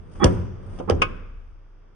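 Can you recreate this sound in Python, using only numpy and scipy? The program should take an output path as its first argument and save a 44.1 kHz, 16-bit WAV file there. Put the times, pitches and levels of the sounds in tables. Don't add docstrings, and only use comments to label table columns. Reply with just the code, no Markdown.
import sys
import numpy as np
from scipy import signal
from scipy.fft import rfft, irfft
from scipy.io import wavfile
from scipy.ndimage import uniform_filter1d

SR = 44100
rng = np.random.default_rng(int(sys.argv[2]) if len(sys.argv) > 2 else 0)


def output_pcm(signal):
    pcm = np.clip(np.atleast_2d(signal).T, -1, 1) * 32767
    wavfile.write(sys.argv[1], SR, np.round(pcm).astype(np.int16))


N = 85995

# frequency in Hz, relative density in dB.
CLICK_SPECTRUM = [(200, -4), (700, -4), (1300, 1), (2000, -6), (3000, 4), (4000, -6), (5500, -2),
                  (7500, -6), (9500, -4), (10200, -36.5)]
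CLICK_RISE_S = 0.0015


def knocks(mix):
    # start in seconds, click in dB, its t60 in seconds, clatter in dB, its t60 in seconds,
    # its tilt in dB/octave, hood ring in dB, left minus right in dB.
    blows = [(0.154, -56.5, 0.083, -38, .06, 0.5, -55.5, 0.5), (0.2368, -54.5, .01, -16, .02, 7.5, -32, 9),
             (0.2422, -4.5, 0.016, -14, .15, -2, -19, 0.5), (0.2595, -40.5, .04, -22.5, .07, 7, -42.5, -3),
             (0.787, -45, .06, -44, .05, -8.5, -44.5, 1), (0.7985, -48, .04, -21, .075, -6, -35.5, -2.5),
             (0.8979, -8.5, 0.0086, -17, .04, -1.5, -34.5, 0),
             (0.9060, -26.5, 0.017, -20, .05, 3.5, -34.5, -0.5),
             (0.9205, -61, 0.029, -17.5, .12, -9.5, -37, 6.5),
             (0.9455, -50.5, .03, -25, .1, -10, -40.5, -2)]
    # frequency in Hz, level in dB, t60 in seconds.
    hood_modes = [(90.8, -1.5, 1.0), (113, -5, 0.98), (145.6, -10, 0.21), (179.3, -1.5, 0.64),
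                  (226.7, -8.5, 0.12), (269, -8.5, .4), (354, 0, 0.3), (435, -12, .26), (527, -7, .26),
                  (586.5, -2.5, .24), (741, 1, 0.14), (838, -17.5, .25), (970, -19, 0.45),
                  (1016, -16, 0.41), (1205, -16, .35)]
    # frequency in Hz, relative density in dB.
    clatter_spectrum = [(40, -20), (120, -9), (220, -7.5), (330, -3), (550, 0.5), (750, -9.5), (1150, -10),
                        (1700, -18), (3000, -40), (6000, -56), (9500, -45), (10200, -69)]
    for start_s, click_db, click_t60_s, clatter_db, clatter_t60_s, tilt_db_oct, ring_db, pan_db in blows:
        sound = amp(ring_db) * sum(amp(db) * mode(hz, t60_s) for hz, db, t60_s in hood_modes)
        add(sound, 0, amp(click_db) * burst(CLICK_SPECTRUM, CLICK_RISE_S, click_t60_s))
        clatter = burst(tilted(clatter_spectrum, tilt_db_oct), rise_s=0.0049, t60_s=clatter_t60_s)
        add(sound, 0, amp(clatter_db) * clatter)
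        add(mix, start_s, sound * pan(pan_db))


def panel_flexes(mix):
    # start in seconds, level in dB, initial pitch in Hz, then time to half pitch, rise and
    # length in seconds, left minus right in dB.
    flexes = [(0.2422, -5, 1400, 0.00094, 0.0036, .028, -1.5),
              (0.8988, -2, 560, .013, 0.0028, 0.0047, -4.5), (0.912, -17.5, 95, 0.15, .008, .06, -3.5)]
    t = np.arange(SR // 4) / SR
    for start_s, db, start_hz, half_s, rise_s, length_s, pan_db in flexes:
        pitch_hz = start_hz / (1 + t / half_s)
        wave = np.sin(2 * np.pi * np.cumsum(pitch_hz) / SR)
        envelope = np.minimum(t / rise_s, 1) * np.exp(-(t / length_s) ** 3)
        add(mix, start_s, amp(db) * pan(pan_db) * wave * envelope)


def snaps(mix):
    # start in seconds, level in dB, centre in Hz, half-width in octaves, t60 in seconds.
    ticks = [(0.2417, -8.5, 5500, .33, 0.016), (0.2432, -20, 3000, .2, 0.0084),
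             (0.2447, -2, 9100, 0.15, .007), (0.9056, -34.5, 6000, .6, .01),
             (0.9066, -21, 1450, 0.23, .014), (0.9092, -25.5, 2700, 0.41, 0.011),
             (0.9165, -42, 3500, .8, 0.014), (0.948, -54.5, 6000, .15, 0.056)]
    grid_hz = np.geomspace(100, 16000, 60)
    for start_s, db, centre_hz, half_width_oct, t60_s in ticks:
        band = [(hz, -min(3 * (np.log2(hz / centre_hz) / half_width_oct) ** 2, 60)) for hz in grid_hz]
        add(mix, start_s, amp(db) * burst(band, CLICK_RISE_S, t60_s))


def rim_clinks(mix):
    # start in seconds, then click, clack, ring and left minus right in dB.
    contacts = [(1.0183, -22.5, -15, -19.5, 2), (1.0200, -37, -15.5, -16, 1.5), (1.0275, -38, -27, -28, -3)]
    # frequency in Hz, level in dB, t60 in seconds, left minus right in dB.
    steel_modes = [(1072.5, -8, 0.21, -5.5), (1181, -0.5, 0.081, -3.5), (1246, -14.5, .12, -8.5),
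                   (1497, -14.5, 0.11, -12), (1634, -14.5, .08, 3.5), (2235, -8.5, 0.066, 16),
                   (2553, -2.5, .075, 0.5), (2680, -5.5, 0.035, 11), (2930, -1, .025, 4.5),
                   (2820, -10.5, .055, -3), (3767, -22, .06, -6.5), (5120, -24.5, .07, -9),
                   (8840, -26, .08, -11)]
    # frequency in Hz, relative density in dB.
    clack_spectrum = [(150, -12), (400, 2.5), (800, -10), (1180, -5), (1500, -2.5), (1900, -18),
                      (2300, -4.5), (2900, -5.5), (3300, -14.5), (4500, -18.5), (9500, -39.5),
                      (10200, -59.5)]
    sheet_spectrum = [(150, -11), (420, 0), (750, -11.5), (1150, 3.5), (1520, 2.5), (1900, -10), (2350, -4),
                      (2900, -11.5), (3600, -14.5), (5000, -29.5), (9000, -44.5)]
    for start_s, click_db, clack_db, ring_db, pan_db in contacts:
        ring = sum(amp(db) * pan(side_db) * mode(hz, t60_s) for hz, db, t60_s, side_db in steel_modes)
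        sound = amp(ring_db) * ring
        add(sound, 0, amp(click_db) * burst(CLICK_SPECTRUM, CLICK_RISE_S, t60_s=0.04))
        add(sound, 0, amp(clack_db) * burst(clack_spectrum, rise_s=0.00033, t60_s=0.05))
        add(sound, 0, amp(clack_db - 30.5) * burst(sheet_spectrum, rise_s=0.03, t60_s=0.96))
        add(mix, start_s, sound * pan(pan_db))


def stick_slip(t, tilt_db_oct):
    # frequency in Hz, bandwidth in Hz, relative level in dB.
    resonances = [(216, 60, 0), (361.1, 48, 3.5), (817, 25, -3), (1079, 35, -5), (1210, 40, -10.5)]
    slips_per_s, spread_db, band_hz = 1500, 2, (220, 1900)
    slipping = rng.random((2, len(t))) < slips_per_s / SR
    slips = slipping * amp(spread_db * rng.standard_normal((2, len(t))))
    bandpass = signal.butter(2, band_hz, "bandpass", fs=SR, output="sos")
    soft_slips = signal.sosfilt(bandpass, slips - slips.mean())
    rub = 0
    for hz, width_hz, db in tilted(resonances, tilt_db_oct):
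        ring = np.sin(2 * np.pi * hz * t) * np.exp(-np.pi * width_hz * t)
        rub += amp(db) * unit(signal.fftconvolve(soft_slips, ring[None])[:, :len(t)])
    return unit(rub)


def steel_squeal(t):
    # frequency in Hz, relative level in dB.
    tones = [(1825, 2), (1930, -3), (2300, -8.5), (3160, -23.5), (3350, -1)]
    clock_s = np.cumsum(1 + 0.004 * flutter(len(t), smooth_samples=200)) / SR
    return unit(sum(amp(db) * np.sin(2 * np.pi * (hz * clock_s + 0.3 * rng.random((2, 1))))
                    for hz, db in tones))


def scrapes(mix):
    # start and end in seconds, final rub level in dB, swell in dB, tilt in dB/octave,
    # final squeal level in dB, left minus right of the rub in dB.
    strokes = [(0.197, 0.2375, -11.5, 24, 2.5, -30, -8.5), (0.873, 0.905, -16, 19, -2, -58.5, -10)]
    rise_s, stop_s = 0.004, 0.0022
    t = np.arange(SR // 8) / SR
    for start_s, end_s, rub_db, swell_db, tilt_db_oct, squeal_db, pan_db in strokes:
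        rub = amp(rub_db) * pan(pan_db) * stick_slip(t, tilt_db_oct)
        squeal = amp(squeal_db) * pan(3) * steel_squeal(t)
        length_s = end_s - start_s
        push = np.minimum(t / rise_s, 1) * amp(swell_db * np.minimum(t / length_s - 1, 0))
        release = np.exp(-np.maximum(t - length_s, 0) / stop_s)
        add(mix, start_s, push * release * (rub + squeal))


def hood_rocking(mix):
    # start in seconds, level in dB, frequency in Hz, length in seconds.
    swells = [(0.285, -24, 100.4, 0.11), (0.375, -22, 91.7, 0.074), (0.66, -33, 96, 0.073)]
    for start_s, db, hz, length_s in swells:
        t = np.arange(0, length_s, 1 / SR)
        envelope = np.sin(np.pi * t / length_s)
        add(mix, start_s, amp(db) * pan(0) * envelope * np.sin(2 * np.pi * hz * t))


def hood_sway():
    # frequency in Hz, level in dB, t60 in seconds.
    sway_modes = [(30.6, -30.5, 3.3), (55, -40, 1.8), (89.9, -31, 1.6), (192.2, -36, .7)]
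    return sum(amp(db) * mode(hz, t60_s) for hz, db, t60_s in sway_modes)


def hand_grip():
    # frequency in Hz, relative density in dB.
    spectrum = [(60, -7), (110, 4), (190, 0), (280, -10.5), (450, -7), (750, -21), (1200, -19.5),
                (2000, -32), (3200, -37.5), (5500, -46), (9000, -62.5)]
    # time in seconds, level in dB.
    contour = [(0, -48), (.1, -47), (.17, -43.5), (.3, -27), (.42, -34.5), (.52, -42), (.64, -42.5),
               (.78, -38.5), (.88, -44.5), (1.0, -33), (1.2, -45), (1.5, -65.5)]
    return level(contour) * noise(spectrum)


def steel_slide():
    # frequency in Hz, relative density in dB.
    spectrum = [(1500, -24.5), (3200, -5.5), (6000, -5.5), (7500, -5.5), (9000, 5), (9600, -3),
                (10000, -36)]
    # time in seconds, level in dB.
    contour = [(0, -81.5), (.09, -72), (.13, -59.5), (.24, -61), (.33, -54), (.42, -66), (.52, -99),
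               (.62, -75), (.69, -66), (.79, -59.5), (.84, -74.5), (.96, -68.5), (1.02, -88)]
    grain_db = 3 * flutter(N, smooth_samples=150)
    return level(contour) * unit(noise(spectrum) * amp(grain_db))


def reflections(source):
    # frequency in Hz, gain in dB.
    echo_colour = [(60, -20.5), (250, -15.5), (700, -11), (3000, -10.5), (9000, -18.5)]
    # frequency in Hz, t60 in seconds, level in dB.
    tail_bands = [(100, 0.63, -12.5), (400, 0.64, -5), (700, 0.41, -18), (1320, 0.9, -24.5), (2300, 1, -22),
                  (3000, .8, -30.5), (5500, 0.97, -24), (9000, .55, -21.5), (10500, .1, -35.5)]
    echoes_per_s, delay_s, echo_t60_s, tail_rise_s = 2000, 0.0037, 0.12, 0.0067
    t = np.arange(SR) / SR
    taps = rng.standard_normal((2, SR)) * (rng.random((2, SR)) < echoes_per_s / SR)
    taps *= (t > delay_s) * amp(-60 * t / echo_t60_s)
    echoes = equalise(unit(taps), echo_colour) / np.sqrt(SR)
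    white = noise([(0, 0), (SR, 0)])[:, :SR]
    hz, frame_s, frames = signal.stft(white, SR, nperseg=256)
    t60_s, db = (read([(row[0], row[k]) for row in tail_bands], hz)[:, None] for k in (1, 2))
    energy_norm = np.sqrt(np.log(10 ** 6) / (t60_s * SR))
    decay = amp(db - 60 * frame_s / t60_s) * energy_norm
    tail = signal.istft(frames * decay, SR, nperseg=256)[1][:, :SR]
    response = echoes + tail * np.minimum(t / tail_rise_s, 1)
    return signal.fftconvolve(source, response, axes=1)[:, :N]


def workshop():
    # frequency in Hz, relative density in dB.
    air_spectrum = [(60, -1), (120, -2), (250, -11), (400, -6), (700, -15), (1250, -15), (2000, -25),
                    (3000, -30), (6000, -33), (7500, -47), (10000, -62.5)]
    rumble_spectrum = [(15, -6.5), (30, 15), (50, 6), (85, 9.5), (110, -18.5), (160, -31.5), (300, -50)]
    # time in seconds, level in dB.
    rumble_contour = [(0, -36), (.1, -50), (.16, -35.5), (.45, -33.5), (.6, -41), (.85, -32.5), (.96, -44),
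                      (1.1, -41.5), (1.25, -45.5), (1.52, -43), (1.6, -56.5), (1.95, -58.5)]
    return amp(-59) * noise(air_spectrum) + level(rumble_contour) * noise(rumble_spectrum)


def mode(hz, t60_s):
    lead_s, spread_hz, rise_s = 0.00004, 700, 0.0012
    t = np.arange(SR * 5 // 4) / SR
    scatter_rad = 1.9 * (2 * rng.random() - 1) * min(hz / spread_hz, 1)
    offset_rad = (np.pi * hz * lead_s + scatter_rad) * np.array([[1], [-1]])
    return np.sin(2 * np.pi * (hz * t + rng.random()) + offset_rad) * strike_envelope(t, rise_s, t60_s)


def burst(spectrum, rise_s, t60_s):
    return noise(spectrum)[:, :SR] * strike_envelope(np.arange(SR) / SR, rise_s, t60_s)


def strike_envelope(t, rise_s, t60_s):
    return np.minimum(t / rise_s, 1) * np.exp(-np.log(1000) * t / t60_s)


def noise(spectrum):
    # frequency in Hz, left-right correlation.
    likeness = [(50, 0.3), (110, 0), (220, 1), (450, 0.1), (1000, 0.1), (2700, 0.5), (5000, -.3),
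                (9000, 0.25)]
    hz = np.fft.rfftfreq(N, 1 / SR)
    left, independent = rfft(rng.standard_normal((2, N)))
    correlation = read(likeness, hz)
    right = correlation * left + np.sqrt(1 - correlation ** 2) * independent
    return unit(irfft(np.array([left, right]) * amp(read(spectrum, hz)), N))


def flutter(samples, smooth_samples):
    return unit(uniform_filter1d(rng.standard_normal(samples), size=smooth_samples))


def equalise(x, curve):
    n = x.shape[1]
    gain = amp(read(curve, np.fft.rfftfreq(2 * n, 1 / SR)))
    return irfft(rfft(x, 2 * n) * gain)[:, :n]


def tilted(rows, db_oct):
    return [(*row[:-1], row[-1] + db_oct * np.log2(max(row[0], 300) / 300)) for row in rows]


def read(points, hz):
    point_hz, value = np.transpose(points)
    return np.interp(np.log(hz + 1), np.log(point_hz + 1), value)


def level(points):
    return amp(np.interp(np.arange(N) / SR, *np.transpose(points)))


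def amp(db):
    return 10 ** (np.asarray(db) / 20)


def unit(x):
    return x / np.sqrt(np.mean(x ** 2) + 1e-20)


def pan(db):
    return amp(np.array([[db / 2], [-db / 2]]))


def add(mix, start_s, sound):
    part = mix[:, max(round(start_s * SR), 0):][:, :sound.shape[1]]
    part += sound[:, :part.shape[1]]


def scene():
    tool = np.zeros((2, N))
    for source in (knocks, panel_flexes, hood_rocking, snaps, rim_clinks, scrapes):
        source(tool)
    add(tool, start_s=0.92, sound=hood_sway())
    background = workshop()
    return tool + reflections(tool) + hand_grip() + steel_slide() + background


def record(dry):
    # frequency in Hz, gain in dB.
    mic_response = [(20, -2), (3400, 1.5), (3800, -5), (4150, -15), (4700, 0.5), (6600, -3), (7500, -18),
                    (8500, -5.5), (9600, -8.5), (11000, -18.5)]
    ceiling, cutoff_hz = 0.95, 11300
    limited = dry / (1 + (dry / ceiling) ** 6) ** (1 / 6)
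    lowpass = signal.firwin(255, cutoff_hz, window=("kaiser", 9), fs=SR)
    return signal.oaconvolve(equalise(limited, mic_response), lowpass[None], "same")


dry = scene()
out = record(dry)
output_pcm(out)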